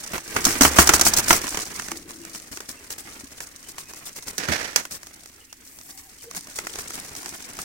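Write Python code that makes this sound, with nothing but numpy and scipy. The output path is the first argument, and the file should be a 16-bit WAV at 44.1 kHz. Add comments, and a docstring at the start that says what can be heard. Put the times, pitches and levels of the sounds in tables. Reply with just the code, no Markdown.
"""A dove caught by hand in a wire cage beats its wings on mesh and wooden frame, then is lifted out and spread.
Impacts are decaying noise bursts; frame, panels and wires ring as damped sines.
Feathers hiss by friction: grainy noise shaped by the speed of each stroke, with resonant snags and ticks.
A shoe scuffs on gritty concrete: friction noise and impacts. Other birds call faintly as gliding or wavering
sines, over the coloured noise of quiet outdoor air."""
import sys
import numpy as np
from scipy import signal
from scipy.fft import rfft, irfft
from scipy.io import wavfile

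SR = 44100
rng = np.random.default_rng(int(sys.argv[2]) if len(sys.argv) > 2 else 0)


def inscribe(sig):
    """Save sig as 16-bit PCM at rate SR to the path in sys.argv[1].

    A 1-D sig is mono; a 2-D sig holds one channel per row.
    Samples are clipped to [-1, 1] before scaling.
    """
    pcm = np.round(np.clip(np.atleast_2d(sig).T, -1, 1) * 32767)
    wavfile.write(sys.argv[1], SR, pcm.astype(np.int16))


N = 336924
TIME = np.arange(N) / SR   # t/s

# Levels in the event tables are relative: the sources add their own offsets.
# wing blows on the cage: [t/s, quill crack level/dB, frame knock level/dB]
WING_BLOWS = [(0.3635, -23.5, -16), (0.451, -10, -23), (0.466, -22, -19.5), (0.609, -10, -9.5),
              (0.619, -11.5, -16), (0.633, -12.5, -14.5), (0.6494, -18, -7), (0.7856, -8.5, 0.5),
              (0.872, -11.5, -18.5), (0.8908, -7, -6), (0.9360, -12.5, -11.5), (0.9946, -18, -22),
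              (1.0111, -8.5, -15.5), (1.065, -26, -17), (1.136, -14, -25), (1.166, -21, -26),
              (1.1888, -30, -23), (1.306, -10.5, -5), (1.328, -13, -15.5)]
# wingbeats sweeping along the mesh: [start t/s, length/s, vane hiss level/dB]
WINGBEATS = [(0.131, 0.068, -36), (0.353, 0.071, -44), (0.437, 0.13, -26), (0.607, 0.095, -16.5),
             (0.756, 0.065, -23.5), (0.785, 0.066, -13.5), (0.855, 0.03, -27), (0.931, 0.041, -14.5),
             (1.048, 0.059, -15), (1.163, 0.05, -17.5), (1.276, 0.12, -19)]
# dull bumps on the panels, each ringing at a pitch set by the spot: [t/s, thud level/dB, f/Hz]
BUMPS = [(0.4667, -25, 258), (0.609, -13.5, 273), (0.6489, -24, 348), (0.7869, -15, 345), (0.938, -26, 292),
         (1.064, -27.5, 311), (1.308, -29, 346), (1.439, -36, 284), (1.918, -38, 325), (2.514, -42.5, 273),
         (3.236, -43, 270)]
# clear flicks of quills and claws past wire and fingers: [t/s, crack level/dB]
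TICKS = [(0.18, -26.5), (1.441, -25.5), (1.468, -25.5), (1.545, -25), (1.572, -19), (1.796, -24),
         (1.916, -23.5), (2.107, -32.5), (2.25, -31.5), (2.348, -30), (2.399, -33.5), (2.572, -27.5),
         (2.604, -28.5), (2.904, -31), (3.142, -39), (3.404, -27.5), (3.782, -28.5), (3.935, -33),
         (4.092, -34), (4.224, -36), (4.281, -28.5), (4.798, -29), (4.852, -27), (5.031, -33), (5.069, -33),
         (5.258, -35), (5.527, -32.5), (5.787, -36.5), (5.812, -39), (6.311, -31.5), (6.348, -29.5),
         (6.471, -34), (6.587, -21), (6.669, -25.5), (6.756, -28), (6.787, -29), (6.905, -28.5),
         (7.151, -31), (7.23, -32.5), (7.259, -27), (7.589, -26)]
# clear finger strokes through the plumage: [start t/s, level/dB]
STROKES = [(2.087, -42.5), (2.348, -40), (2.514, -37.5), (2.686, -36.5), (2.9, -33.5), (2.979, -37.5),
           (3.405, -38), (3.682, -41), (3.781, -37.5), (3.884, -42), (3.955, -43), (4.053, -36.5),
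           (4.158, -35.5), (4.269, -34.5), (4.908, -34), (4.94, -37), (5.647, -48.5), (5.887, -42.5),
           (5.974, -42), (6.219, -42), (6.354, -33), (6.554, -35.5), (6.784, -36.5), (6.934, -36),
           (7.16, -37.5), (7.335, -40), (7.593, -34.5)]
# how busily the bird is handled, as the level of its rustle: [t/s, level/dB]
HANDLING = [(0, -37.5), (.25, -44), (.36, -31), (.9, -27.5), (1.25, -30), (1.66, -34.5), (1.9, -37.5),
            (2.03, -50.5), (2.3, -45), (2.84, -48), (4.95, -48), (5.55, -59), (5.75, -54.5), (6.2, -53.5),
            (6.72, -40.5), (7.64, -42)]
# place of the bird as it is lifted out: [t/s, left minus right level/dB, lag of the left port/s]
BIRD_SIDE = [(1.8, 2.4, .00014), (2.1, 4, -.00022)]
# shoe meeting the ground: [t/s, grit crack level/dB, knock level/dB, thud level/dB]
FOOTFALLS = [(4.3802, -18.5, -49, -38), (4.4852, -28, -18.5, -21), (4.76, -9, -12.5, -42)]
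# sole dragging over grit: [t/s, level/dB]
SCUFF = [(4.38, -26.5), (4.465, -32), (4.53, -20.5), (4.58, -27), (4.68, -31), (4.75, -43), (4.78, -26.5),
         (4.82, -37)]
# one long far-off call: [t/s, f/Hz, level/dB]
FAR_CALL = [(5.8, 650, -69), (5.97, 800, -61), (6.02, 760, -69), (6.075, 750, -59), (6.12, 760, -66)]
# soft bird notes: [start t/s, length/s, f/Hz, level/dB]
BIRD_NOTES = [(3.79, 0.24, 2550, -56), (6.234, 0.084, 467, -44)]
# distant chirps: [start t/s]
CHIRP_STARTS = [2.215, 2.761, 3.024, 3.65, 5.395, 5.485, 6.18]
# resonances of the cage: [f/Hz, level/dB, time to decay by 60 dB/s]
CAGE_MODES = [(71.9, -14.5, 0.64), (690, -3.5, 0.032), (1389, -7.5, 0.051)]

# Relative spectral densities, interpolated over log f.
# hiss of feather vanes: [f/Hz, level/dB]
VANE = [(900, -28), (3200, -17), (4500, -7), (6100, -2), (7200, -6), (9000, -7), (11500, -15), (15500, -15)]
# thin hiss of the wing tips: [f/Hz, level/dB]
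WING_TIP = [(3000, -21), (8000, -1), (11000, -3.5), (15500, -0.5)]
# dull rub of the body: [f/Hz, level/dB]
RUB = [(40, -3), (120, -1.5), (320, 4.5), (520, -4), (800, -4.5), (1400, -2), (2100, -1), (3200, -9),
       (6000, -18)]
# sharp crack of a hard contact: [f/Hz, level/dB]
CRACK = [(700, -39), (3200, -7), (4600, 0), (6100, 7), (8000, -1.5), (11500, -7), (15500, -8.5)]
# knock of a hard contact: [f/Hz, level/dB]
KNOCK = [(130, -13.5), (360, 0.5), (520, -5.5), (740, -1.5), (950, 0.5), (1380, 2), (2100, -1.5),
         (3200, -7.5), (6000, -41)]
# thud of a heavy contact: [f/Hz, level/dB]
THUD = [(25, -6.5), (70, 1), (125, -3.5), (240, 3), (400, -10.5), (800, -35)]
# grit under the sole: [f/Hz, level/dB]
GRIT = [(100, -9.5), (300, -2.5), (700, -1.5), (1100, -5), (1800, 4.5), (3300, -7), (5800, -4), (9000, -14),
        (15500, -23.5)]
# outdoor air: [f/Hz, level/dB]
YARD = [(25, 0), (90, 5.5), (160, -15), (270, 6), (900, -37), (1900, -4), (3700, -14), (15500, -11.5)]
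# correlation of the two microphone ports: [f/Hz, left-right likeness, 0 to 1]
LIKENESS = [(60, .8), (300, .92), (700, .86), (1400, .3), (3000, 0)]
# level difference of the two ports: [f/Hz, left minus right level/dB]
SHADOW = [(300, -4), (700, -5.5), (1300, -7.5), (4400, -6.5), (6200, -9.5), (8100, 6.5), (11000, 1.5),
          (14000, -5.5)]

CUTOFF_HZ = 16100
THUD_BELOW_KNOCK_DB = 18   # a wing is light: it shakes the panels far less than it knocks
PANEL_RING_DB, PANEL_T60_S = 6.5, 0.093   # level relative to the tabulated thud
WING_RUB_DB = -26.5   # the wing rubs on the hand alike in every beat
HANDLING_UNEVEN_DB = 1.5   # rms
HOLD_HISS_MAX_DB = -33   # pressed feathers: cap on the hiss of holding, before its flutter
STROKE_FLICK_DB, STROKE_S = -7, 0.048   # flick of a vane at the start, relative to its stroke; length
FOLD_START_S, FOLD_END_S, FOLD_DB = 5.62, 6.12, -45   # the spread wing slides shut
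FAINT_TICKS_PER_S, FAINT_TICK_DB = 17, 0   # level relative to the handling
FAINT_TICK_SPREAD_DB = 8   # either way
# an arm drags along the door frame, which hums hollowly
DRAG_START_S, DRAG_END_S, DRAG_DB, DRAG_HZ, DRAG_T60_S = 1.9, 2.54, -46, 325, 0.053
CHIRP_DB, CHIRP_S = -54, 0.055
CHIRP_HZ, CHIRP_FALL_HZ_PER_S = 2880, 3500   # mid-chirp pitch and its fall, before the rasp


def from_db(db):
    """Amplitude ratio of a level: twenty decibels per factor of ten."""
    return 10 ** (np.asarray(db) / 20)


def rms_one(x):
    """Normalization to unit mean power."""
    return x / np.sqrt(np.mean(x ** 2) + 1e-20)


def in_time(rows):
    """Linear interpolation of each column against the time in the first."""
    s, *columns = np.transpose(rows)
    return [np.interp(TIME, s, c) for c in columns]


def at_hz(points, hz):
    """Interpolation of a spectrum along logarithmic frequency."""
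    point_hz, values = np.array(points).T
    return np.interp(np.log(hz + 1), np.log(point_hz), values)


def drift(rate):
    """Slow random modulation: linear paths between Gaussian knots, rate of them a second; rms 1."""
    knots = rng.standard_normal(int(N / SR * rate) + 2)
    return rms_one(np.interp(TIME * rate, np.arange(len(knots)), knots))


def pan(x, left_db, lag_s):
    """Stereo localization: the ports differ in level and in arrival time."""
    late = np.clip(np.round((TIME - lag_s) * SR).astype(int), 0, N - 1)
    return np.array([x[0, late] * from_db(left_db / 2), x[1] * from_db(-left_db / 2)])


def minimum_phase(y, magnitude):
    """Causal filtering: folding the cepstrum gives the minimum-phase response of a magnitude."""
    cepstrum = irfft(np.log(magnitude))
    half = cepstrum.shape[1] // 2
    cepstrum[:, 1:half] *= 2
    cepstrum[:, half + 1:] = 0
    response = irfft(np.exp(rfft(cepstrum)))
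    return signal.oaconvolve(y, response, axes=1)[:, :N]


def colour(x, spectrum, size=4096):
    """Spectral shaping at unit power gain; mid and side noise give the ports their partial correlation."""
    hz = np.arange(size // 2 + 1) * SR / size
    gain = rms_one(from_db(at_hz(spectrum, hz)))
    alike = np.clip(at_hz(LIKENESS, hz), -.98, .98)
    shadow = from_db(at_hz(SHADOW, hz) * np.array([[.5], [-.5]]))
    shadow = shadow / np.sqrt(np.mean(shadow ** 2, axis=0))
    mid, side = minimum_phase(x, np.sqrt([(1 + alike) / 2, (1 - alike) / 2]))
    return minimum_phase(np.array([mid + side, mid - side]), gain * shadow)


def friction(slips_per_s=220, size_db=2.5, slip_s=0.0042, smooth=0.2):
    """Stick-slip friction: many uneven slips, each a brief burst, over a smooth share of hiss; rms 1."""
    sizes = from_db(size_db * np.minimum(rng.exponential(1, N), 4))
    slips = (rng.random(N) < slips_per_s / SR) * sizes ** 2
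    power = signal.lfilter([1], [1, -np.exp(-1 / (slip_s * SR))], slips + 1e-18)
    share = np.clip(smooth, 0, 1)
    return rng.standard_normal((2, N)) * np.sqrt(share + (1 - share) * power / power.mean())


def impacts(times, levels_db, rise_s, t60, tail_db, tail_t60):
    """Impact noise: a fast-dying burst, then weaker scatter from the surfaces around."""
    age = np.arange(SR // 2) / SR
    decay = from_db(-60 * age / t60) ** 2
    scatter = from_db(tail_db - 60 * age / tail_t60) ** 2
    shape = (1 - np.exp(-age / rise_s)) ** 2 * (decay + scatter)
    power = np.zeros(N + len(age))
    for s, level_db in zip(times, levels_db):
        at = max(int(s * SR), 0)
        power[at:at + len(age)] += from_db(level_db) ** 2 * shape
    return rng.standard_normal((2, N)) * np.sqrt(power[:N])


def strikes(rows, ring_db, scatter_db, crack_t60, knock_t60):
    """Hard contact: a brief high crack and a lower knock, each with a scattered tail."""
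    s, crack_db, knock_db = np.transpose(rows)[:3]
    crack = impacts(s, crack_db + 7.0, rise_s=0.00054, t60=crack_t60, tail_db=scatter_db, tail_t60=0.17)
    knock = impacts(s, knock_db + 5, rise_s=.0006, t60=knock_t60, tail_db=ring_db, tail_t60=.22)
    return colour(crack, CRACK) + colour(knock, KNOCK)


def thuds(rows, t60):
    """Heavy contact: a low burst with a short rumble after it; rows of [t/s, level/dB]."""
    s, thud_db = np.transpose(rows)
    burst = impacts(s, thud_db + 3.5, rise_s=0.00095, t60=t60, tail_db=-32, tail_t60=0.35)
    return colour(burst, THUD)


def ring(clicks, hz, t60):
    """Damped resonance: a unit click starts a decaying sine of initial height 1."""
    radius, angle = from_db(-60 / (t60 * SR)), 2 * np.pi * hz / SR
    feedback = [1, -2 * radius * np.cos(angle), radius * radius]
    return signal.lfilter([0, np.sin(angle)], feedback, clicks + 1e-18)


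def stroke_speed(start, end, swell_s, fade):
    """Kinematics of a stroke: speed swells quickly, then eases off over the last share of its length."""
    span = slice(int(start * SR), int(end * SR))
    t = TIME[span]
    ramp = np.minimum((t - start) / swell_s, (end - t) / (fade * (end - start)))
    return span, np.sin(np.pi / 2 * np.clip(ramp, 0, 1))


def bounce(x, delay_s=.0017, wander=0.2976, echo_db=-8.5):
    """Early reflection: arm, floor and cage wall return one close echo whose delay wanders about delay_s."""
    echo = np.array([np.interp(TIME - delay_s * np.exp(wander * drift(5)), TIME, side) for side in x])
    gain = from_db(echo_db)
    return (x + gain * echo) / np.sqrt(1 + gain ** 2)


def yard(level_db=-54):
    """Ambient noise: steady random pressure coloured as quiet outdoor air."""
    return from_db(level_db) * colour(rng.standard_normal((2, N)), YARD)


def birds(note_waver=0.0222):
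    """Frequency modulation: soft wavering notes, rasping downward chirps and one distant call."""
    out = np.zeros(N)
    wavering_time = np.cumsum(1 + note_waver * drift(200)) / SR
    flutter = from_db(3.5 * drift(70))
    for s, length, hz, level_db in BIRD_NOTES:
        swell = np.sin(np.pi * np.clip((TIME - s) / length, 0, 1))
        out += from_db(level_db) * swell * np.sin(2 * np.pi * hz * wavering_time)

    # fast drift roughens each chirp, slow drift shifts its pitch
    rasp = 1 + .04 * drift(700) + .06 * drift(10)
    age = TIME[:int(CHIRP_S * SR)]
    swell = np.sin(np.pi * age / CHIRP_S)
    for s in CHIRP_STARTS:
        span = slice(int(s * SR), int(s * SR) + len(age))
        glide_hz = (CHIRP_HZ - CHIRP_FALL_HZ_PER_S * (age - CHIRP_S / 2)) * rasp[span]
        out[span] += from_db(CHIRP_DB) * swell * np.sin(2 * np.pi * np.cumsum(glide_hz) / SR)

    pitch_hz, level_db = in_time(FAR_CALL)
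    calling = (TIME > FAR_CALL[0][0]) & (TIME < FAR_CALL[-1][0])
    phase = 2 * np.pi * np.cumsum(pitch_hz * (1 + note_waver * drift(120))) / SR
    return flutter * (out + calling * from_db(level_db) * np.sin(phase))


def shoe():
    """Friction and impact: the sole touches down, drags over grit and snaps near the end, off to the right."""
    level_db, = in_time(SCUFF)
    touching = (TIME > SCUFF[0][0]) & (TIME < SCUFF[-1][0])
    drag = colour(friction() * touching * from_db(level_db), GRIT)
    steps = strikes(FOOTFALLS, ring_db=-20.5, scatter_db=-19.5, crack_t60=0.021, knock_t60=0.02)
    steps = steps + thuds([(s, thud_db) for s, _, _, thud_db in FOOTFALLS], t60=0.17)
    solid_ground = signal.butter(1, 105, "high", fs=SR, output="sos")   # concrete gives little deep bass
    steps = signal.sosfilt(solid_ground, steps)
    return pan(drag, left_db=-1.5, lag_s=0.00028) + pan(steps, left_db=-1.0, lag_s=0.00036)


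def door_drag():
    """Friction-driven resonance: uneven slips keep the frame humming, fading as the arm comes out."""
    hum = rms_one(ring(friction()[0], DRAG_HZ, DRAG_T60_S))
    span, speed = stroke_speed(DRAG_START_S, DRAG_END_S, swell_s=DRAG_T60_S, fade=1)
    out = np.zeros(N)
    out[span] = from_db(DRAG_DB) * speed * hum[span]
    return out


def panel_rings():
    """Plate resonance: a bumped panel gives a short hollow note."""
    out, age = np.zeros(N), TIME[:SR // 4]
    for s, thud_db, hz in BUMPS:
        at = int(s * SR)
        decay = from_db(thud_db + PANEL_RING_DB - 60 * age / PANEL_T60_S)
        out[at:at + len(age)] += decay * np.sin(2 * np.pi * hz * age)
    return out


def wires(count=14, low_hz=650, high_hz=10000, level_db=-34.5, t60=0.032):
    """Plucked spans: each blow sets some of the mesh ringing briefly, each span at its own pitch."""
    out, age = np.zeros((2, N)), TIME[:SR // 4]
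    for s, crack_db, knock_db in WING_BLOWS:
        place = rng.random((count, 1))   # short spans ring high and answer the crack, long ones the knock
        hz = low_hz * (high_hz / low_hz) ** place
        heights = from_db(level_db + knock_db + place * (crack_db - knock_db))
        rings = heights * from_db(-60 * age / t60) * np.sin(2 * np.pi * hz * age)
        at = int(s * SR)
        out[:, at:at + len(age)] += rng.standard_normal((2, count)) @ rings
    return out


def panel_shoves():
    """Momentum transfer: bumps shake the panels, wing blows lightly; rows of [t/s, level/dB]."""
    bumps = [(s, thud_db) for s, thud_db, _ in BUMPS]
    return bumps + [(s, knock_db - THUD_BELOW_KNOCK_DB) for s, _, knock_db in WING_BLOWS]


def cage():
    """Modal excitation: shoves boom the lowest mode, knocks ring the upper ones; strikes and thuds sound too."""
    shoves = panel_shoves()
    knocks = [(s, knock_db) for s, _, knock_db in WING_BLOWS]
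    modes = np.zeros(N)
    for k, (hz, level_db, t60) in enumerate(CAGE_MODES):
        s, force_db = np.transpose(shoves if hz < 500 else knocks)
        clicks = np.bincount((s * SR).astype(int), from_db(force_db + level_db), N)
        modes += (-1) ** k * ring(clicks, hz, t60)   # neighbouring modes have opposite sign
    contact = strikes(WING_BLOWS, ring_db=-15.5, scatter_db=-22, crack_t60=0.034, knock_t60=0.033)
    return modes + contact + thuds(shoves, t60=0.085)


def ticks(stroke_knock_db=-12, hard_flick_db=-24, softening=0.68):
    """Light impact: quills and claws flick drily, lighter flicks knock less; faint ones come by chance."""
    count = int(FAINT_TICKS_PER_S * N / SR)
    s = rng.random(count) * TIME[-1]
    spread_db = FAINT_TICK_SPREAD_DB * rng.uniform(-1, 1, count)
    faint_db = np.interp(s, *np.transpose(HANDLING)) + FAINT_TICK_DB + spread_db
    flicks = list(TICKS) + list(zip(s, faint_db))
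    quills = [(at, db, db + softening * min(db - hard_flick_db, 0)) for at, db in flicks]
    vanes = [(at, db + STROKE_FLICK_DB, db + stroke_knock_db) for at, db in STROKES]
    return bounce(strikes(quills + vanes, ring_db=-33, scatter_db=-24, crack_t60=0.014, knock_t60=0.022))


def snags(per_s=260, count=40, low_hz=1200, high_hz=10000, cycles=18):
    """Catch and release: single barbs and shafts tick, each at one of count pitches; rms 1."""
    sizes = rng.standard_normal(N) * (rng.random(N) < per_s / SR)
    dealt = rng.integers(0, count, N)
    out = np.zeros((2, N))
    for k, hz in enumerate(np.geomspace(low_hz, high_hz, count)):
        angle = 2 * np.pi * rng.random()   # each pitch reaches the two ports in its own proportion
        tick = hz * ring(sizes * (dealt == k), hz, cycles / hz)
        out += np.outer([np.cos(angle), np.sin(angle)], tick)
    return rms_one(out)


def feathers(handling_rub_db=-1.0, stroke_rub_db=-4.0, snag_db=-10.0, wing_tip_db=-2.0):
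    """Sliding friction: barbs hiss and snag, the body rubs duller, sliding vanes add a brighter hiss."""
    # powers of each kind of contact over time
    handling_db = in_time(HANDLING)[0] + HANDLING_UNEVEN_DB * drift(20)
    holding = from_db(np.minimum(handling_db, HOLD_HISS_MAX_DB) + 3.53 * drift(110)) ** 2
    rub = from_db(handling_db + handling_rub_db + 1.57 * drift(55)) ** 2
    sliding, folding = np.zeros((2, N))
    for start, length, vane_db in WINGBEATS:
        span, speed = stroke_speed(start, start + length, swell_s=0.0088, fade=0.66)
        sliding[span] += (speed * from_db(vane_db)) ** 2
        rub[span] += (speed * from_db(WING_RUB_DB)) ** 2
    for start, level_db in STROKES:
        span, speed = stroke_speed(start, start + STROKE_S, swell_s=0.0053, fade=0.8)
        sliding[span] += (speed * from_db(level_db)) ** 2
        rub[span] += (speed * from_db(level_db + stroke_rub_db)) ** 2
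    span, speed = stroke_speed(FOLD_START_S, FOLD_END_S, swell_s=0.08, fade=0.3)
    folding[span] = (speed * from_db(FOLD_DB)) ** 2

    barbs, tips = (friction(slips_per_s=450, size_db=3.2, slip_s=.0008, smooth=.42) for _ in range(2))
    hiss = np.sqrt(holding + sliding)
    pull = np.minimum(hiss, from_db(-25.0))   # a single barb holds only so much before it lets go
    vanes = colour(barbs * hiss, VANE) + from_db(snag_db) * pull * snags()
    edges = from_db(wing_tip_db) * colour(tips * np.sqrt(sliding + folding), WING_TIP)
    body = colour(friction() * np.sqrt(rub), RUB)
    return bounce(vanes + edges + body)


def scene():
    """Superposition: the yard and its birds, the shoe, and the dove with its cage."""
    dove = door_drag() + panel_rings() + wires() + cage() + ticks() + feathers()
    return yard() + birds() + shoe() + pan(dove, *in_time(BIRD_SIDE))


def record(dry):
    """Saturation and band limiting: high peaks overload the microphone softly; the top is cut."""
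    rounded = dry / (1 + np.abs(dry) ** 4) ** (1 / 4)
    low_pass = signal.ellip(12, .1, 80, CUTOFF_HZ, fs=SR, output="sos")
    return signal.sosfilt(low_pass, rounded)


dry = scene()
out = record(dry)
inscribe(out)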